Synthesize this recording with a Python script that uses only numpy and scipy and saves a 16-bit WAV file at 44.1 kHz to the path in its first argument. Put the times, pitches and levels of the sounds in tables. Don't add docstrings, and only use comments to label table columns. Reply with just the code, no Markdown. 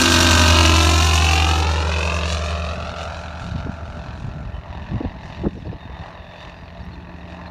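import sys
import numpy as np
from scipy import signal
from scipy.fft import rfft, irfft
from scipy.io import wavfile

SR = 44100
rng = np.random.default_rng(int(sys.argv[2]) if len(sys.argv) > 2 else 0)


def store_wav(level_fs):
    pcm = np.round(np.clip(np.atleast_2d(level_fs), -1, 1) * 32767)
    wavfile.write(sys.argv[1], SR, pcm.T.astype(np.int16))


def elevation(decibels):
    levels = np.asarray(decibels, float)
    return 10 ** (levels / 20)


N = 330750
TIME = np.arange(N) / SR
BLADES_PER_CYCLE = 1.758


def rms_one(x):
    return x / np.sqrt(np.mean(x ** 2) + 1e-20)


def in_time(rows):
    s, *columns = np.transpose(rows)
    return [np.interp(TIME, s, c) for c in columns]


def swells(rows):
    bells = [db * np.exp(-.5 * ((TIME - s) / length) ** 2) for s, db, length in rows]
    return np.max(bells, axis=0)


def by_bearing(behind, values):
    return np.interp(behind, np.linspace(0, 1, 3), values)


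def drift(rate):
    r = np.exp(-80 * np.pi * rate / SR)
    slow = signal.lfilter([1], [1, -2 * r, r * r], rng.standard_normal(N // 40 + 2002))[2000:]
    return np.interp(np.arange(N) / 40, np.arange(len(slow)), rms_one(slow))


def colour(x, points):
    hz, db = np.transpose(points)
    grid = np.fft.rfftfreq(8192, 1 / SR) + 1
    gain = elevation(np.interp(np.log(grid), np.log(hz), db))
    cepstrum = irfft(np.log(gain))
    cepstrum[1:4096] *= 2
    response = irfft(np.exp(rfft(cepstrum[:4097], 8192)))
    return rms_one(signal.oaconvolve(x, response)[:N])


def band(x, edge_hz, kind, order=2):
    return signal.sosfilt(signal.butter(order, edge_hz, kind, fs=SR, output="sos"), x)


# pitch_hz, level_db (per Hz)
FIELD_SPECTRUM = [(40, -4), (300, -15.5), (1000, -16), (4000, 5), (7000, -16), (10000, -17), (15500, -18.5)]


def open_field():
    return elevation(-65.5) * colour(rng.standard_normal(N), FIELD_SPECTRUM)


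# start_s, length_s, start_pitch_hz, end_pitch_hz, level_db
LARK_WHISTLES = [(4.533, 0.053, 3040, 3000, -48), (5.473, 0.04, 3580, 3600, -55.5),
                 (5.565, 0.018, 5900, 5750, -65), (5.583, 0.022, 5470, 5230, -58),
                 (5.645, 0.023, 5250, 5000, -60), (5.667, .015, 4400, 4450, -55),
                 (5.723, 0.018, 5250, 5000, -57), (5.782, 0.096, 3700, 3680, -50.5),
                 (6.54, .09, 4830, 4810, -55), (6.638, .03, 4800, 4300, -57),
                 (6.83, 0.017, 5400, 5550, -58), (6.853, .015, 5650, 5500, -63),
                 (6.928, 0.027, 3630, 3650, -51.5)]
# start_s, length_s, start_pitch_hz, end_pitch_hz, level_db
LARK_TRILLS = [
    (5.888, .15, 3680, 3630, -49.5),
    (6.177, 0.32, 3650, 3540, -48.5),
    (6.356, .082, 4660, 4700, -52.5),
    (6.391, 0.055, 3750, 3670, -43.5),
    (6.795, .03, 4900, 4300, -50),
    (6.915, .045, 4500, 4000, -49),
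    (7.205, 0.021, 4170, 3440, -48),
    (7.29, .05, 3800, 3750, -52),
    (7.461, 0.028, 4180, 4160, -43.5),
]


def lark():
    trill_depth, throbs_per_s, swing_hz, breath_hz = 0.67, 95, 170, 460
    out = np.zeros(N)
    notes = [(*note, 0) for note in LARK_WHISTLES] + [(*note, trill_depth) for note in LARK_TRILLS]
    for s, length, start_hz, end_hz, db, trill in notes:
        u = np.arange(round(length * SR)) / SR
        throb = np.sin(2 * np.pi * throbs_per_s * u)
        hz = start_hz + (end_hz - start_hz) * u / length + swing_hz * trill * throb
        hz = hz + breath_hz * rng.standard_normal(len(u))
        shape = np.sin(np.pi * u / length) ** .5 * (1 - .5 * trill * (1 + throb))
        out[round(s * SR):][:len(u)] += elevation(db) * shape * np.sin(2 * np.pi * np.cumsum(hz) / SR)
    return out


# start_s, level_db
CASING_TICKS = [
    (6.853, -45),
]


def casing_tick():
    out = np.zeros(N)
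    for s, db in CASING_TICKS:
        out[round(s * SR):][:60] = elevation(db) * rng.standard_normal(60) * np.exp(-np.arange(60) / 15)
    return band(out, (8000, 12500), "band", order=3)


# centre_s, rise_db, length_s
WIND_GUSTS = [(0, 13.5, 0.88), (1.7, 5, 0.095), (2.85, 7.5, 0.13), (3.953, 10.5, 0.073), (3.577, 7.5, 0.19),
              (4.21, 9, 0.33), (4.593, 5, 0.36), (4.97, 10.5, 0.16), (5.42, 9.5, 0.21),
              (5.685, 11.5, 0.075), (5.995, 2.5, 0.15), (6.855, 4.5, 0.21)]


def wind():
    breeze_db, all_bright_db = -43, 30.5
    gust_db = swells(WIND_GUSTS)
    white = band(rng.standard_normal(N), 48.4, "high", order=4)
    dull = rms_one(band(white, 97, "low", order=3))
    bright = rms_one(band(white, 177, "low", order=3))
    share = np.clip(0.48 + gust_db / all_bright_db / 2, 0, 1)
    lumps_db = 3.2 * drift(24)
    return elevation(breeze_db + gust_db + 1 + lumps_db) * ((1 - share) * dull + share * bright)


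# centre_s, peak_db, top_hz, length_s
PORT_BUFFETS = [(3.523, -15.5, 121, 0.0072), (3.668, -21, 526, 0.004), (4.232, -45, 397, 0.0091),
                (4.367, -25, 296, 0.011), (4.752, -29, 800, 0.0028), (4.942, -14.5, 226, 0.018),
                (5.012, -15, 624, 0.0039), (5.047, -14, 515, 0.0069), (5.059, -12.5, 118, 0.0099),
                (5.443, -15.5, 690, 0.0057), (5.458, -22, 1100, 0.0046), (5.466, -7.5, 400, 0.0084),
                (5.484, -21, 304, 0.0097), (5.575, -27, 504, 0.01), (5.667, -25, 620, 0.011),
                (5.704, -22, 193, 0.0083), (5.731, -25, 620, 0.0071), (5.899, -29.5, 900, 0.0027),
                (6.02, -41.5, 200, 0.012), (6.878, -23, 110, 0.0052)]
# centre_s, peak_db, top_hz
PORT_EDDIES = [(3.418, -22, 114), (3.458, -19.5, 163), (3.512, -43, 120), (3.556, -16.5, 186),
               (3.591, -19.5, 150), (3.624, -30, 150), (3.655, -20.5, 159.7), (3.695, -17.5, 175),
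               (3.737, -25, 170), (3.786, -31.5, 95), (3.838, -28.5, 161), (3.904, -23.5, 115),
               (3.97, -24, 185), (3.993, -25.5, 129), (4.051, -26.5, 140), (4.097, -26.5, 135),
               (4.192, -26.5, 181), (4.244, -20.5, 170), (4.265, -20, 171), (4.285, -18.5, 178),
               (4.401, -32.5, 140), (4.463, -24, 128), (4.496, -24, 150), (4.547, -23.5, 131),
               (4.584, -21, 120), (4.7, -23.5, 141), (4.765, -23, 142), (5.099, -31.5, 139),
               (5.164, -22.5, 161), (5.402, -22, 120), (5.519, -29.5, 190), (5.631, -27, 151),
               (5.861, -28, 198), (5.908, -27.5, 105), (6.006, -20.5, 129), (6.206, -27.5, 100)]


def buffets():
    eddy_cycles, push_share, push_pitch = 1.01, 1.23, 0.498
    rows = PORT_BUFFETS + [(s, db, hz, eddy_cycles / hz) for s, db, hz in PORT_EDDIES]
    out = np.zeros(N)
    around = np.arange(-4000, 4000) / SR
    for s, db, top_hz, length in rows:
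        dull = band(rng.standard_normal(8000), top_hz, "low", order=4)
        rush = rms_one(band(dull, 0.11 * top_hz, "high"))
        push = push_share * np.cos(2 * np.pi * push_pitch * top_hz * around)
        puff = (rush - push) * np.exp(-.5 * (around / length) ** 2)
        out[round(s * SR) - 4000:][:8000] += elevation(db) * puff / np.abs(puff).max()
    return band(out, 45, "high", order=3)


# time_s, lag_ms
ECHO_DELAY = [(0, 3.2), (.45, 3.22), (1, 2.86), (1.4, 2.5), (1.75, 2.14), (2.2, 1.82), (2.6, 1.56),
              (3.1, 1.3), (4.3, 1.24), (4.6, 1.03), (7.5, 1.07)]


def flight():
    speed_m_s, nearest_m, nearest_s = 39.37, 63.55, .098
    cycles_per_s, spin_up_per_s = 47.982, .00124
    throttle_s, throttle_per_s = 6.8, .008
    along = speed_m_s * (TIME - nearest_s)
    bearing = along / np.hypot(along, nearest_m)
    pushed = throttle_per_s * np.maximum(TIME - throttle_s, 0)
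    revs = cycles_per_s * (1 + spin_up_per_s * TIME + pushed)
    heard_per_s = revs / (1 + speed_m_s * bearing / 343)
    return heard_per_s, in_time(ECHO_DELAY)[0], np.clip((bearing - 0.18) / 0.73, 0, 1)


# place_cycles, level_db
CYLINDER_FIRINGS = [
    (0, 4.5),
    (.26, -.5),
    (.53, -9),
    (.82, -9),
]


def firings(cycle, jitter_ms, spread_db, pattern):
    place, db = np.transpose(CYLINDER_FIRINGS)
    cycles = int(cycle[-1])
    turns = (np.arange(cycles)[:, None] + place).ravel()
    luck = rng.standard_normal((len(turns), 2))
    at = np.interp(turns, cycle, np.arange(N)) + jitter_ms * SR / 1000 * luck[:, 0]
    at = np.clip(at, 0, N - 2)
    size = elevation(pattern * np.tile(db, cycles) + spread_db * luck[:, 1])
    whole, part = at.astype(int), at % 1
    return np.bincount(whole, size * (1 - part), N) + np.bincount(whole + 1, size * part, N)


# pitch_hz, level_db (per Hz)
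RASP_SPECTRUM = [(120, -31), (250, 3.5), (400, 1.5), (700, 1.5), (1300, -1), (1900, -5), (2700, -8.5),
                 (3300, -6.5), (4300, -7.5), (4800, -6), (7000, -16), (10400, -30), (11300, -29.5),
                 (15500, -38)]


def gas_rasp(cycle, far):
    crack_s, burst_s, crack_share = .0009, .0082, 1.4
    crackles_per_s, crackle_db, crackle_fades_db = 350, -3, -7
    blows = firings(cycle, jitter_ms=.1, spread_db=1.5, pattern=0.8)
    bursts = signal.lfilter([1], [1, -np.exp(-1 / (burst_s * SR))], blows)
    bursts += crack_share * signal.lfilter([1], [1, -np.exp(-1 / (crack_s * SR))], blows)
    bursts = rms_one(band(bursts, 900, "low", order=1))
    gate = .36 + .15 * far + (1 - .3 * far) * bursts
    rasp = colour(rng.standard_normal(N) * gate, RASP_SPECTRUM)
    rasp = rasp - .45 * band(rasp, 1500, "low", order=1)
    struck = rng.random(N) < crackles_per_s * bursts ** 2 / SR
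    pop_size = elevation(3.5 * np.minimum(rng.exponential(1, N), 4))
    pops = struck * pop_size * rng.choice([-1, 1], N)
    crackle = band(colour(pops, RASP_SPECTRUM), (2500, 7500), "band")
    return rasp + elevation(crackle_db + crackle_fades_db * far) * crackle


# pitch_hz, level_db
PULSE_SPECTRUM = [(30, -12.5), (90, 23), (180, -1), (350, 3.5), (700, 3.5), (1400, 3.5), (2000, -10.5),
                  (2700, -6.5), (4000, -24), (8000, -53.5), (16000, 2.5)]


def exhaust_pulses(knocks, far):
    middle_hz, middle_db = (240, 1650), -6
    rattle = rfft(rng.standard_normal(600) * np.exp(-np.arange(600) / SR / 0.0005))
    rattle = irfft(rattle / np.abs(rattle))
    rattled = signal.oaconvolve(knocks, rattle)[:N]
    pulses = 0.6 * colour(knocks, PULSE_SPECTRUM) + 0.61 * colour(rattled, RASP_SPECTRUM)
    pulses = band(pulses, 6300, "low", order=6)
    below = band(pulses, middle_hz[0], "low", order=3)
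    above = band(pulses, middle_hz[1], "high", order=3)
    return elevation(-1 + far) * (below + above + elevation(middle_db) * band(pulses, middle_hz, "band"))


# centre_s, rise_db, length_s
PIPE_LINED_UP = [
    (.65, 4, .15),
    (1.33, 7, .14),
    (2.06, 8, .12),
    (2.6, 3, .15),
    (6.35, 6, .12),
    (7.2, 5, .2),
]


def tailpipe_ring(knocks, behind, far):
    ring_db = by_bearing(behind, (-13, -10.5, -10.5)) - 5 * far + swells(PIPE_LINED_UP)
    astern = .8 * np.clip((TIME - 1.5) / .4, 0, 1)
    wide = rms_one(band(knocks, (2380, 2900), "band"))
    narrow = rms_one(band(knocks, (2450, 2680), "band"))
    return elevation(ring_db) * ((1 - astern) * wide + astern * narrow)


def lines(multiples, cycle, rows, behind, scatter):
    step, out = 30, np.zeros(N)
    for k, db in zip(multiples, rows):
        level_db = by_bearing(behind[::step], db) + 1.8 * drift(1.5)[::step]
        gain = np.repeat(elevation(level_db), step)[:N]
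        out += gain * np.cos(2 * np.pi * (k * cycle + scatter * rng.random()))
    return out


# side_db, quarter_db, behind_db
BLADE_OVERTONES = [
    (2, -7, -23.5),
    (-5, -6.5, -16.5),
    (-16, -22.5, -20),
]
# side_db, quarter_db, behind_db
CHOPPED_WHINE = [(-25, -20, -4), (-13, -6.5, -6), (-7.5, -1.5, -11.5), (-11, -0.5, -19.5), (-5, -7, -26),
                 (1, -14, -31), (-10.5, -13, -32), (-5.5, -13, -17), (-7, -24.5, -39.5), (-9, -26, -26),
                 (-9, -29.5, -24.5), (-20.5, -26.5, -25)]
# side_db, quarter_db, behind_db
ENGINE_ORDERS = [(-23.5, -19.5, -14), (-12.5, -7.5, -20.5), (-9.5, -11.5, -15.5), (-7, -9, -20),
                 (-17, -16, -11), (-24.5, -27, -12.5), (-15, -7, -17.5), (-18, -19.5, -14.5),
                 (-6.5, -6.5, -11.5), (-13.5, -10, -12.5), (-21.5, -11.5, -7.5), (-15.5, -18.5, -29),
                 (-31, -24, -29), (-22, -7.5, -15), (-20, -12.5, -19), (-11.5, -11.5, -12), (-22, -19, -23),
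                 (-6, -9.5, -13), (-5, 0, -18.5), (-19.5, -9, -17.5), (-14, -21, -20), (-23.5, -17, -11.5),
                 (-11, -6, -10.5), (-28, -20.5, -9), (-3.5, -4.5, -14.5), (-10.5, -15, -9.5),
                 (-10, -13.5, -7), (-14.5, -29, -10.5), (-5.5, -21, -16), (-12.5, -41, -13),
                 (-6.5, -28, -15.5)]


def spinning_lines(cycle, behind):
    whine_per_cycle = 19
    overtones = BLADES_PER_CYCLE * np.arange(3, 6)
    side_tones = whine_per_cycle + BLADES_PER_CYCLE * np.arange(-3, 9)
    whine_db = -4 + np.clip(TIME - 3.4, 0, 1) * (4 * drift(6) - 5)
    out = elevation(-3.5) * lines(overtones, cycle, BLADE_OVERTONES, behind, scatter=.1)
    out += elevation(whine_db) * lines(side_tones, cycle, CHOPPED_WHINE, behind, scatter=.1)
    return out + elevation(-5) * lines(np.arange(5, 36), cycle, ENGINE_ORDERS, behind, scatter=.35)


# time_s, share
BASS_BOUNCE = [
    (0, 0.25),
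    (1.2, 0.11),
    (1.9, 0.12),
    (3, 0.39),
    (4.6, 0.076),
    (6.4, 0.0037),
    (7, -0.41),
    (7.5, -0.08),
]


def ground_echo(source, lag_ms, behind, far):
    lag = (lag_ms + 0.011 * drift(11) + 0.07 * far * drift(25)) * SR / 1000
    late = np.arange(N) - lag
    bounced = np.interp(late, np.arange(N), band(source, 10000, "low", order=1))
    bass = np.interp(late, np.arange(N), band(source, 550, "low", order=1))
    share = np.clip(by_bearing(behind, (0.6, 0.76, 0.66)) - 0.31 * far, 0, 1)
    return rms_one(source + in_time(BASS_BOUNCE)[0] * bass + share * bounced)


# pitch_hz, level_db
LATE_COLOUR = [(300, -4), (600, 3.5), (1000, 3), (1350, -7.5), (1850, 7.5), (2500, 1), (3700, 0),
               (5000, -3), (8000, -7.5)]


def changing_colour(x):
    change_s, lasts_s = 4.02, 0.99
    changed = np.clip((TIME - change_s) / lasts_s, 0, 1)
    return (1 - changed) * x + changed * colour(x, LATE_COLOUR)


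def twinkle(x, edges_hz, far):
    below = [0] + [band(x, hz, "low", order=4) for hz in edges_hz] + [x]
    return sum(elevation((.3 + .5 * far) * drift(5)) * (up - down) for down, up in zip(below, below[1:]))


# time_s, level_db, treble_lost_db
AIR_PATH = [(0, -20, 1.5), (.3, -18.5, 2.5), (.7, -20, 4.5), (1.15, -24, 1.5), (1.7, -23.5, 9.5),
            (2.0, -24, 15.5), (2.45, -26, 13.5), (2.8, -29, 17), (3.15, -29, 17.5), (3.3, -31, 23),
            (3.7, -34, 22.5), (4.4, -37, 23), (5.33, -35.5, 20.5), (5.55, -42.5, 15.5), (6.06, -34.5, 26),
            (6.6, -39, 19.5), (7.05, -40, 23.5), (7.5, -33, 20.5)]
# centre_s, rise_db, length_s
CLEAR_POCKETS = [(1.25, -1.5, 0.2), (2.11, 5, 0.11), (2.32, 6.5, 0.082), (3.02, 4.5, 0.032), (3.49, 8, 0.1),
                 (4.13, 5, 0.18), (4.9, 4.5, 0.19), (5.33, 8, 0.098), (6.05, 8, 0.09), (6.4, 7.5, 0.11),
                 (6.93, 5.5, 0.12), (7.3, 3.5, .1)]


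def through_air(x, far):
    body_db, lost_db = in_time(AIR_PATH)
    lost_db = lost_db - swells(CLEAR_POCKETS)
    rasp_db = body_db - 0.5 - 0.67 * lost_db
    edge_db = body_db - 7 - 1.2 * lost_db
    body, high = band(x, 1920, "low", order=4), band(x, 2240, "high", order=4)
    rasp, edge = band(high, 4270, "low", order=4), band(high, 6800, "high", order=4)
    duller = elevation(-34 * np.clip((TIME - 1.6) / .5, 0, 1))
    edge = band(edge, 10840, "low", order=4) + duller * band(edge, 12400, "high", order=4)
    eddies = drift(8)
    heard = elevation(body_db - 2.5 + 0.21 * drift(21)) * twinkle(rms_one(body), (500, 1100), far)
    heard += elevation(rasp_db + .3 * eddies + 1.1 * drift(39)) * twinkle(rms_one(rasp), (2300, 3200, 4100), far)
    heard += elevation(edge_db + .5 * eddies + 1.7 * drift(14)) * twinkle(rms_one(edge), (7000, 9000), far)
    return heard


def throttle_boom(gas):
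    opens_s, rises_s = 6.8, 0.17
    opened = np.clip((TIME - opens_s) / rises_s, 0, 1)
    return elevation(-48) * opened * rms_one(band(gas, (210, 370), "band"))


# time_s, drone_db, firing_db
DRONE_LEVELS = [(0, -25, -40), (.12, -21.5, -31), (.5, -15, -36.5), (.8, -16, -50), (1.3, -17, -40),
                (1.85, -21, -39), (2.1, -23.5, -34.5), (2.6, -25, -36.5), (2.9, -34, -41.5),
                (3.7, -36.5, -41), (4.2, -41.5, -57), (6.45, -53, -49), (7.05, -44.5, -43),
                (7.5, -42, -40.5)]


def blade_drone(cycle, behind):
    drone_db, firing_db = in_time(DRONE_LEVELS)
    octave_db = drone_db + by_bearing(behind, (-21, -15.5, -18))
    turn = 2 * np.pi * cycle
    out = elevation(firing_db + 1.2 * drift(5.7)) * np.sin(len(CYLINDER_FIRINGS) * turn)
    out += elevation(octave_db) * np.sin(2 * BLADES_PER_CYCLE * turn)
    out += elevation(drone_db + 0.24 * drift(5.2)) * np.sin(BLADES_PER_CYCLE * turn)
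    return np.sqrt(2) * out


def plane():
    heard_per_s, lag_ms, behind = flight()
    far = np.clip((TIME - 1.5) / 2.2, 0, 1)
    cycle = .15 + .09 * np.exp(-TIME / 1.2) + np.cumsum(heard_per_s) / SR
    knocks = firings(cycle, jitter_ms=.012, spread_db=.8, pattern=1.25)
    pulses, gas = exhaust_pulses(knocks, far), gas_rasp(cycle, far)
    source = pulses + gas + tailpipe_ring(knocks, behind, far)
    source += elevation(-6) * band(pulses, (3600, 4000), "band")
    source += spinning_lines(cycle, behind)
    combed = changing_colour(ground_echo(source, lag_ms, behind, far))
    return through_air(combed, far) + throttle_boom(gas) + blade_drone(cycle, behind)


def scene():
    return (open_field() + lark() + casing_tick() + wind() + buffets() + plane())[None]


def band_limit(x):
    return signal.sosfilt(signal.butter(12, 15680, fs=SR, output="sos"), x)


# pitch_hz, level_db
PORT_RESPONSE = [(1750, 0), (2100, -4.5), (2450, .5), (2900, 1), (3250, -5.5), (3650, 1.5), (4400, .5),
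                 (4900, -5), (5700, 2), (6500, 0), (7100, 1), (7800, -4), (8800, 0), (9600, 1), (10400, -5),
                 (11100, 0), (12000, -2), (13000, 0), (15500, -2)]


def record(dry):
    level = np.sqrt(np.mean(dry ** 2))
    ported = colour(dry[0], PORT_RESPONSE)[None] * level
    rounded = 1.532 * np.tanh(ported / 1.48)
    top_cut = signal.cheby2(16, 30, 15800, fs=SR, output="sos")
    return band_limit(signal.sosfilt(top_cut, rounded))


dry = scene()
out = record(dry)
store_wav(out)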